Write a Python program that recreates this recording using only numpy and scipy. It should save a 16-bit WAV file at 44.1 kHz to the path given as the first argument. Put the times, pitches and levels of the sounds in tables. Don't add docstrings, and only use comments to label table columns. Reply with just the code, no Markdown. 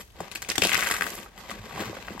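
import sys
import numpy as np
from scipy import signal
from scipy.fft import rfft, irfft, next_fast_len
from scipy.io import wavfile
from scipy.ndimage import uniform_filter1d, minimum_filter1d, map_coordinates

SR = 44100
rng = np.random.default_rng(int(sys.argv[2]) if len(sys.argv) > 2 else 0)


def ratio_of_db(decibels):
    return 10 ** (np.asarray(decibels, float) / 20)


def master(y):
    cut = np.clip(np.atleast_2d(y).T, -1, 1)
    pcm = np.round(cut * 32767)
    wavfile.write(sys.argv[1], SR, pcm.astype(np.int16))


N = 97020


def unit(x):
    return x / np.sqrt(np.mean(x ** 2) + 1e-20)


def along(points, hz):
    f, value = np.transpose(points)
    return np.interp(np.log(hz + 1), np.log(f + 1), value)


def curve(rows, column=1):
    rows = np.transpose(rows)
    return np.interp(np.arange(N) / SR, rows[0], rows[column], right=-120)


def wobble(rate):
    knots = rng.standard_normal(2000)
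    return map_coordinates(knots, [np.arange(N) * min(rate, 800) / SR])


def filtered(x, response):
    m = next_fast_len(N + 8192)
    hz = np.fft.rfftfreq(m, 1 / SR)
    return irfft(rfft(x, m) * response(hz), m)[..., :N]


def causal(spectrum):
    def response(hz):
        gain = np.maximum(ratio_of_db(along(spectrum, hz)), 1e-4)
        cepstrum = irfft(np.log(gain))
        half = len(cepstrum) // 2
        cepstrum[1:half] *= 2
        cepstrum[half + 1:] = 0
        return np.exp(rfft(cepstrum))
    return response


def place(s, shapes):
    at = np.round(s * SR).astype(int)[:, None] + np.arange(shapes.shape[1])
    return np.bincount(at.ravel(), shapes.ravel(), N + SR)[:N]


def grains(s, hz, cycles, size, glide=0, rise=0.17, length=700):
    turns = hz[:, None] * np.arange(length) / SR
    phase = turns + glide * (1 - np.exp(-turns))
    envelope = np.exp(-turns / cycles) * (1 - np.exp(-turns / rise))
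    return place(s, size[:, None] * np.sin(2 * np.pi * phase) * envelope)


def crackle(spectrum, spiky_db, clump_db, clump_rate, centre, spread, cycles, ring_db, hiss_db, count):
    u, g = rng.random((count, 3)), rng.standard_normal((count, 2))
    s = u[:, 0] * (N - 1) / SR
    density = wobble(clump_rate) + 0.58 * wobble(clump_rate / 4)
    clump = ratio_of_db(clump_db * np.clip(density, -3, 1.5))
    spike_db = np.minimum(-spiky_db * np.log(u[:, 1]), 14)
    size = ratio_of_db(spike_db) * clump[(s * SR).astype(int)]
    clicks = place(s + 0.00018, (size * g[:, 1])[:, None])
    bare = clicks + ratio_of_db(hiss_db) * clump * rng.standard_normal(N)
    hz = np.interp(s, *np.transpose(centre)) * np.exp(spread * g[:, 0])
    ring = grains(s[::4], np.clip(hz[::4], 150, 9000), cycles, size[::4])
    return unit(unit(filtered(bare, causal(spectrum))) + ratio_of_db(ring_db) * unit(ring))


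def snaps(rows, ring_db, crack_db, burst_s, cycles, count, lag_s=.0006):
    s, db, hz, rel_db = np.transpose(rows)
    u, g = rng.random((len(s), count)), rng.standard_normal((len(s), count))
    s = s + lag_s
    late = -burst_s * np.log(u) * (np.arange(count) > 0)
    follower = late > 0
    size = ratio_of_db(db[:, None] + ring_db - 4 * late / burst_s - 8.5 * follower) * np.sign(g)
    patch_hz = hz[:, None] * np.exp((0.2 + 0.28 * g) * follower)
    start = s[:, None] + late
    ring = grains(start.ravel(), patch_hz.ravel(), cycles, size.ravel(), glide=0.043, rise=0.37)

    t = np.arange(1300) / SR
    decay = np.exp(-t / 0.0017) + 0.22 * np.exp(-t / 0.016)
    shape = decay * (1 - np.exp(-t / 0.00029))
    noise = rng.standard_normal((len(s), len(t)))
    rough = uniform_filter1d(rng.standard_normal((len(s), len(t))), size=40) * np.sqrt(40)
    ragged = noise * ratio_of_db(3.6 * rough)
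    crack = place(s, ratio_of_db(db + rel_db + crack_db)[:, None] * shape * ragged)
    return ring + filtered(crack, causal([(300, -1), (2000, 1.5), (8000, 0), (16000, -11.5)]))


# [f/Hz, level/dB]
AIR_SPECTRUM = [(25, -5), (45, 10.5), (200, -12), (600, -25.5), (4000, -40), (13000, -55), (16000, -52)]


def air():
    a, b = rng.standard_normal((2, N)) * ratio_of_db(0.94 * wobble(8.6))
    width = [(100, -9.0), (3000, 11.0), (7000, 19)]  # f/Hz, side over mid/dB
    mid = filtered(a, lambda hz: ratio_of_db(along(AIR_SPECTRUM, hz)))
    side = filtered(b, lambda hz: ratio_of_db(along(AIR_SPECTRUM, hz) + along(width, hz)))
    return ratio_of_db(-54) * np.array([mid + side, mid - side]) / np.std(mid)


def tails(x, t60s, gain_db):
    hz, t, z = signal.stft(rng.standard_normal((2, SR // 2)), SR, nperseg=128)
    width = (2.2 * hz / (hz + 700) / (1 + hz / 9000))[:, None]
    z = z * [[[1]], [[0]]] + z * [[[0]], [[1]]] * width
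    decay = ratio_of_db(-60 * t / along(t60s, hz)[:, None])
    mid, side = signal.istft(z * decay, SR, nperseg=128)[1]
    tail = np.array([mid + side, mid - side])
    return ratio_of_db(gain_db) * signal.fftconvolve(x[None], tail / np.linalg.norm(tail[0]), axes=1)[:, :N]


# [t/s, level/dB]
RUSTLE_LEVEL = [(0, -40.5), (.05, -65), (.1, -65), (.19, -50.5), (.26, -44), (.31, -52), (.6, -48),
                (1.1, -39.5), (1.24, -48.5), (1.31, -56), (1.4, -45.5), (1.47, -46), (1.51, -37),
                (1.56, -47.5), (1.72, -43), (1.81, -31), (1.87, -40.5), (2.2, -46.5)]
# [f/Hz, level/dB per Hz]
SHEET_SPECTRUM = [(53, -30), (90, -3.5), (737, -7), (935, -0.5), (1320, -9.5), (2000, -5.5), (7820, -18),
                  (9510, -25.5), (16000, -18)]
# [t/s, peak level/dB, f/Hz, sag/turns]
AIR_FLAPS = [(0.2039, -24.5, 337, 2.4), (0.49, -36, 243, 0.69), (0.582, -21.5, 252, 0.63),
             (0.622, -20, 313, 1.17), (0.651, -20.5, 323, 1.54), (1.515, -39, 210, 0.18),
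             (1.591, -36.5, 99, 0.37), (1.822, -27, 368, 0.57), (1.873, -35.5, 105, 0.42),
             (1.897, -28, 282, 0.57), (2.105, -30.5, 245, 0.91), (2.15, -34, 176, 1.34)]
# [t/s, peak level/dB, ring f/Hz, crack level over ring/dB]
SHEET_CREASES = [(1.2, -43, 1050, -4), (1.224, -35, 990, -19), (1.2605, -31.5, 1350, -26),
                 (1.496, -22, 2000, -20), (1.505, -25.5, 1740, -5), (1.512, -27, 1120, -3.5),
                 (1.71, -24.5, 930, -42), (1.728, -35, 1220, -21.5), (1.759, -20, 2010, -35),
                 (1.777, -23, 910, -30), (1.796, -26, 1920, -29), (1.808, -27, 594, -30),
                 (1.821, -25, 945, -35), (1.835, -26, 1480, -15), (1.9285, -25, 530, -23),
                 (1.963, -41, 1910, -30), (1.967, -26, 600, -17), (1.968, -25, 1610, -31),
                 (2.082, -22, 1520, -33), (2.084, -28, 690, -31), (2.177, -25.5, 950, -16),
                 (2.195, -22, 2880, -7.5)]


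def sheet():
    rustle = crackle(SHEET_SPECTRUM, spiky_db=3.2, clump_db=2.2, clump_rate=110, centre=[(0, 800)],
                     spread=0.72, cycles=1.6, ring_db=-2, hiss_db=-10, count=7000)
    s, db, hz, sag = np.transpose(AIR_FLAPS)
    rise = 0.14 / (1 + sag[:, None]) ** 2
    flaps = grains(s, hz, 2.06, ratio_of_db(db + 1), glide=sag[:, None], rise=rise, length=5100)
    push = grains(s + 0.0014, 0.55 * hz, 0.95, ratio_of_db(db - 5), length=2600)
    creases = snaps(SHEET_CREASES, ring_db=3.5, crack_db=-1.5, burst_s=0.0028, cycles=1.0, count=9)
    return ratio_of_db(curve(RUSTLE_LEVEL)) * rustle + flaps + push + creases


# [t/s, level/dB, brightness/dB]
RIP_COURSE = [(0, -61, 28.5), (.06, -80, 27.5), (.34, -74, -7), (.352, -37.5, 5), (.41, -73, 7),
              (.485, -83, -5), (.51, -25, -19), (.54, -73, -16), (.61, -43, 2), (.63, -36.5, 8),
              (.75, -29, -2), (.995, -39.5, 10.5), (1.02, -39, 8.5), (1.12, -55, 22.5), (1.24, -73, 36),
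              (1.33, -89, -11), (1.385, -53, 12.5), (1.48, -64, 1)]
# [f/Hz, level/dB per Hz]
FIBRE_SPECTRUM = [(120, -39), (200, -39), (289, -2.5), (465, -10.5), (2050, -21.5), (5940, -13),
                  (7970, -14), (9400, -15), (16000, -15)]
# [t/s, f/Hz]
FLAP_RING = [(.6, 2780), (1.05, 1630)]
# [t/s, peak level/dB, ring f/Hz, crack level over ring/dB]
FIBRE_TICKS = [(0.6213, -2.5, 2670, -20), (0.6275, -15, 2640, -16), (0.6342, -17, 2660, 3),
               (0.6376, -17, 2930, -8), (0.6429, -8, 2940, -15), (0.6505, -8, 3920, -7.5),
               (0.66, -12.5, 2800, -17), (0.6708, -14.5, 2870, -6), (0.6863, -18, 2570, -13.5),
               (0.6936, -9, 2620, -6), (0.703, -20, 2400, -13), (0.7094, -22, 2280, -6),
               (0.718, -8, 2340, -27), (0.7232, -10.5, 1830, -30), (0.7306, -13, 2600, -15),
               (0.7345, -12, 2630, -16), (0.7401, -15.5, 1460, -26), (0.745, -10.5, 1520, -5),
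               (0.753, -9.5, 2080, -20.5), (0.7648, -15, 2460, -29), (0.7695, -14, 2840, -8.5),
               (0.7779, -28, 1740, -6), (0.7846, -17, 1230, -21), (0.7916, -24, 2690, 2),
               (0.7983, -19.5, 1920, -6), (0.8067, -19, 1630, -1.5), (0.8156, -35, 2430, -6),
               (0.8206, -15, 1730, -16), (0.8254, -9.5, 1780, -19), (0.8291, -14, 1680, -17),
               (0.834, -27, 1760, -25), (0.8442, -20, 1720, -4), (0.8621, -19, 1690, -15),
               (0.8711, -10, 1800, -10), (0.8762, -28, 1560, -21), (0.9119, -14, 1850, -5),
               (0.9153, -24, 1300, -18), (0.9208, -15, 1810, -10), (0.9395, -16, 1420, -6),
               (0.9445, -19, 1520, -12), (0.9567, -19, 1870, -15), (0.9655, -17.5, 1840, -11),
               (0.9756, -30, 1650, -17), (0.9809, -32, 1940, -24), (1.0098, -11, 1600, -26),
               (1.0213, -8, 1810, -17), (1.0328, -28, 1710, -29), (1.0407, -19, 1880, -26),
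               (1.0667, -18.5, 1560, -16), (1.1009, -44, 1770, -22)]
# [t/s, peak level/dB, ring f/Hz, crack level over ring/dB]
GLUE_SNAPS = [(0.2041, -30, 1260, -2.5), (0.314, -32, 1940, 3.5), (0.351, -24, 4430, -6.5),
              (0.357, -14, 2570, -17), (0.4195, -33, 3000, 1), (0.424, -28, 2160, -1.5),
              (0.447, -24, 2420, -20), (0.487, -25.5, 5000, 0), (0.4905, -16, 1950, -9.5),
              (0.5, -7, 4990, -18), (0.516, -18.5, 1950, -6.5), (0.554, -20, 2060, -6),
              (0.558, -20, 1950, -9.5), (0.5795, -14.5, 3060, -2.5), (0.619, -7.5, 4940, -15.5),
              (0.637, -11, 4600, -6.5), (0.647, -19.5, 5570, -0.5), (0.91, -24.5, 1650, 1.5)]


def tear():
    rip = crackle(FIBRE_SPECTRUM, spiky_db=3.5, clump_db=3.8, clump_rate=230, centre=FLAP_RING,
                  spread=.37, cycles=2, ring_db=2.5, hiss_db=-12, count=8000)
    fine = filtered(rip, lambda hz: hz ** 2 / (hz ** 2 + 5000 ** 2))
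    rip = rip + (ratio_of_db(curve(RIP_COURSE, column=2)) - 1) * fine
    ticks = snaps(FIBRE_TICKS, ring_db=6.5, crack_db=-0.5, burst_s=0.0025, cycles=0.82, count=4, lag_s=.00005)
    glue = snaps(GLUE_SNAPS, ring_db=-3.0, crack_db=3.0, burst_s=0.0014, cycles=2.7, count=9)
    return ratio_of_db(curve(RIP_COURSE)) * rip + ticks + glue


# [f/Hz, level/dB]
PORT_SWAY = [(900, -30), (2400, -6), (6000, -3), (9000, -12), (16000, -16)]
# [f/Hz, t60/s]
ROOM_T60 = [(200, 0.12), (2000, 0.24), (10000, 0.23)]
# [f/Hz, left over right/dB]
PORT_TILT = [(60, -1), (300, 0), (700, 2), (1300, 2), (2400, 6.5), (4400, 1), (15000, 0)]
# [f/Hz, left lead/rad]
PORT_LEAD = [(0, 0), (2100, .4), (2750, -.9), (5200, -1.2), (6000, -3), (6700, -2.3), (7300, -.2),
             (9600, 3.1), (11300, 6), (12800, 6.5), (14000, 9.2), (16000, 10.2)]


def scene():
    page = tear() + sheet()

    def ports(hz):
        left = ratio_of_db(along(PORT_TILT, hz) / 2) * np.exp(.5j * np.interp(hz, *np.transpose(PORT_LEAD)))
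        return left ** np.array([[1], [-1]])

    table = tails(np.pad(page, (60, 0))[:N], [(200, 0.051), (8000, 0.015)], -9)
    shaded = filtered(page, lambda hz: ratio_of_db(along(PORT_SWAY, hz)))
    sway = shaded * wobble(90) * np.array([[1], [-1]])
    walls = tails(np.pad(page, (250, 0))[:N], ROOM_T60, -11)
    return filtered(page + sway + table + walls + air(), ports)


# [low f/Hz, high f/Hz, threshold level/dB]
TREBLE_BANDS = [(7300, 8200, -8), (8900, 10300, -1.3), (11000, 13100, -2), (13800, 15300, -1.5),
                (15300, 16000, -5)]
# [treble level/dB, crest/dB]
BUSY_CREST = [(-58, 12), (-52, 10.5), (-47, 5.5), (-42, 4.3)]


def joint(x):
    both = np.array([x[0] + x[1], x[0] - x[1]]) / 2
    hz, t, z = signal.stft(both, SR, nperseg=1024, noverlap=768)
    fast = uniform_filter1d(np.diff(x[0], prepend=0) ** 2, size=128)
    slow = np.abs(uniform_filter1d(fast, size=2048)) + 1e-14
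    peak = -minimum_filter1d(-fast, size=1400)
    limit_db = np.interp(10 * np.log10(slow), *np.transpose(BUSY_CREST))
    calm = peak / slow < ratio_of_db(2 * limit_db)
    frame_centre = (t * SR).astype(int) // 1024 * 1024 + 512
    calm = calm[np.minimum(frame_centre, N - 1)]
    for lo, hi, weak_db in TREBLE_BANDS:
        band = (hz >= lo) & (hz < hi)
        power = uniform_filter1d(np.mean(np.abs(z[:, band]) ** 2, axis=1), size=5)
        faint = power < ratio_of_db(2 * weak_db) * power[::-1]
        z[:, band] *= ~(faint & calm)[:, None]
    mid, side = signal.istft(z, SR, nperseg=1024, noverlap=768)[1][:, :N]
    return np.array([mid + side, mid - side])


def band_limit(x):
    return signal.sosfilt(signal.butter(12, 16660, fs=SR, output="sos"), x)


def record(dry):
    x = joint(filtered(dry, lambda hz: (hz < 16000) * hz ** 5 / (hz ** 5 + 34 ** 5)))
    x = x / (1 + np.abs(x / .7) ** 4) ** (1 / 4)
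    return band_limit(x)


dry = scene()
out = record(dry)
master(out)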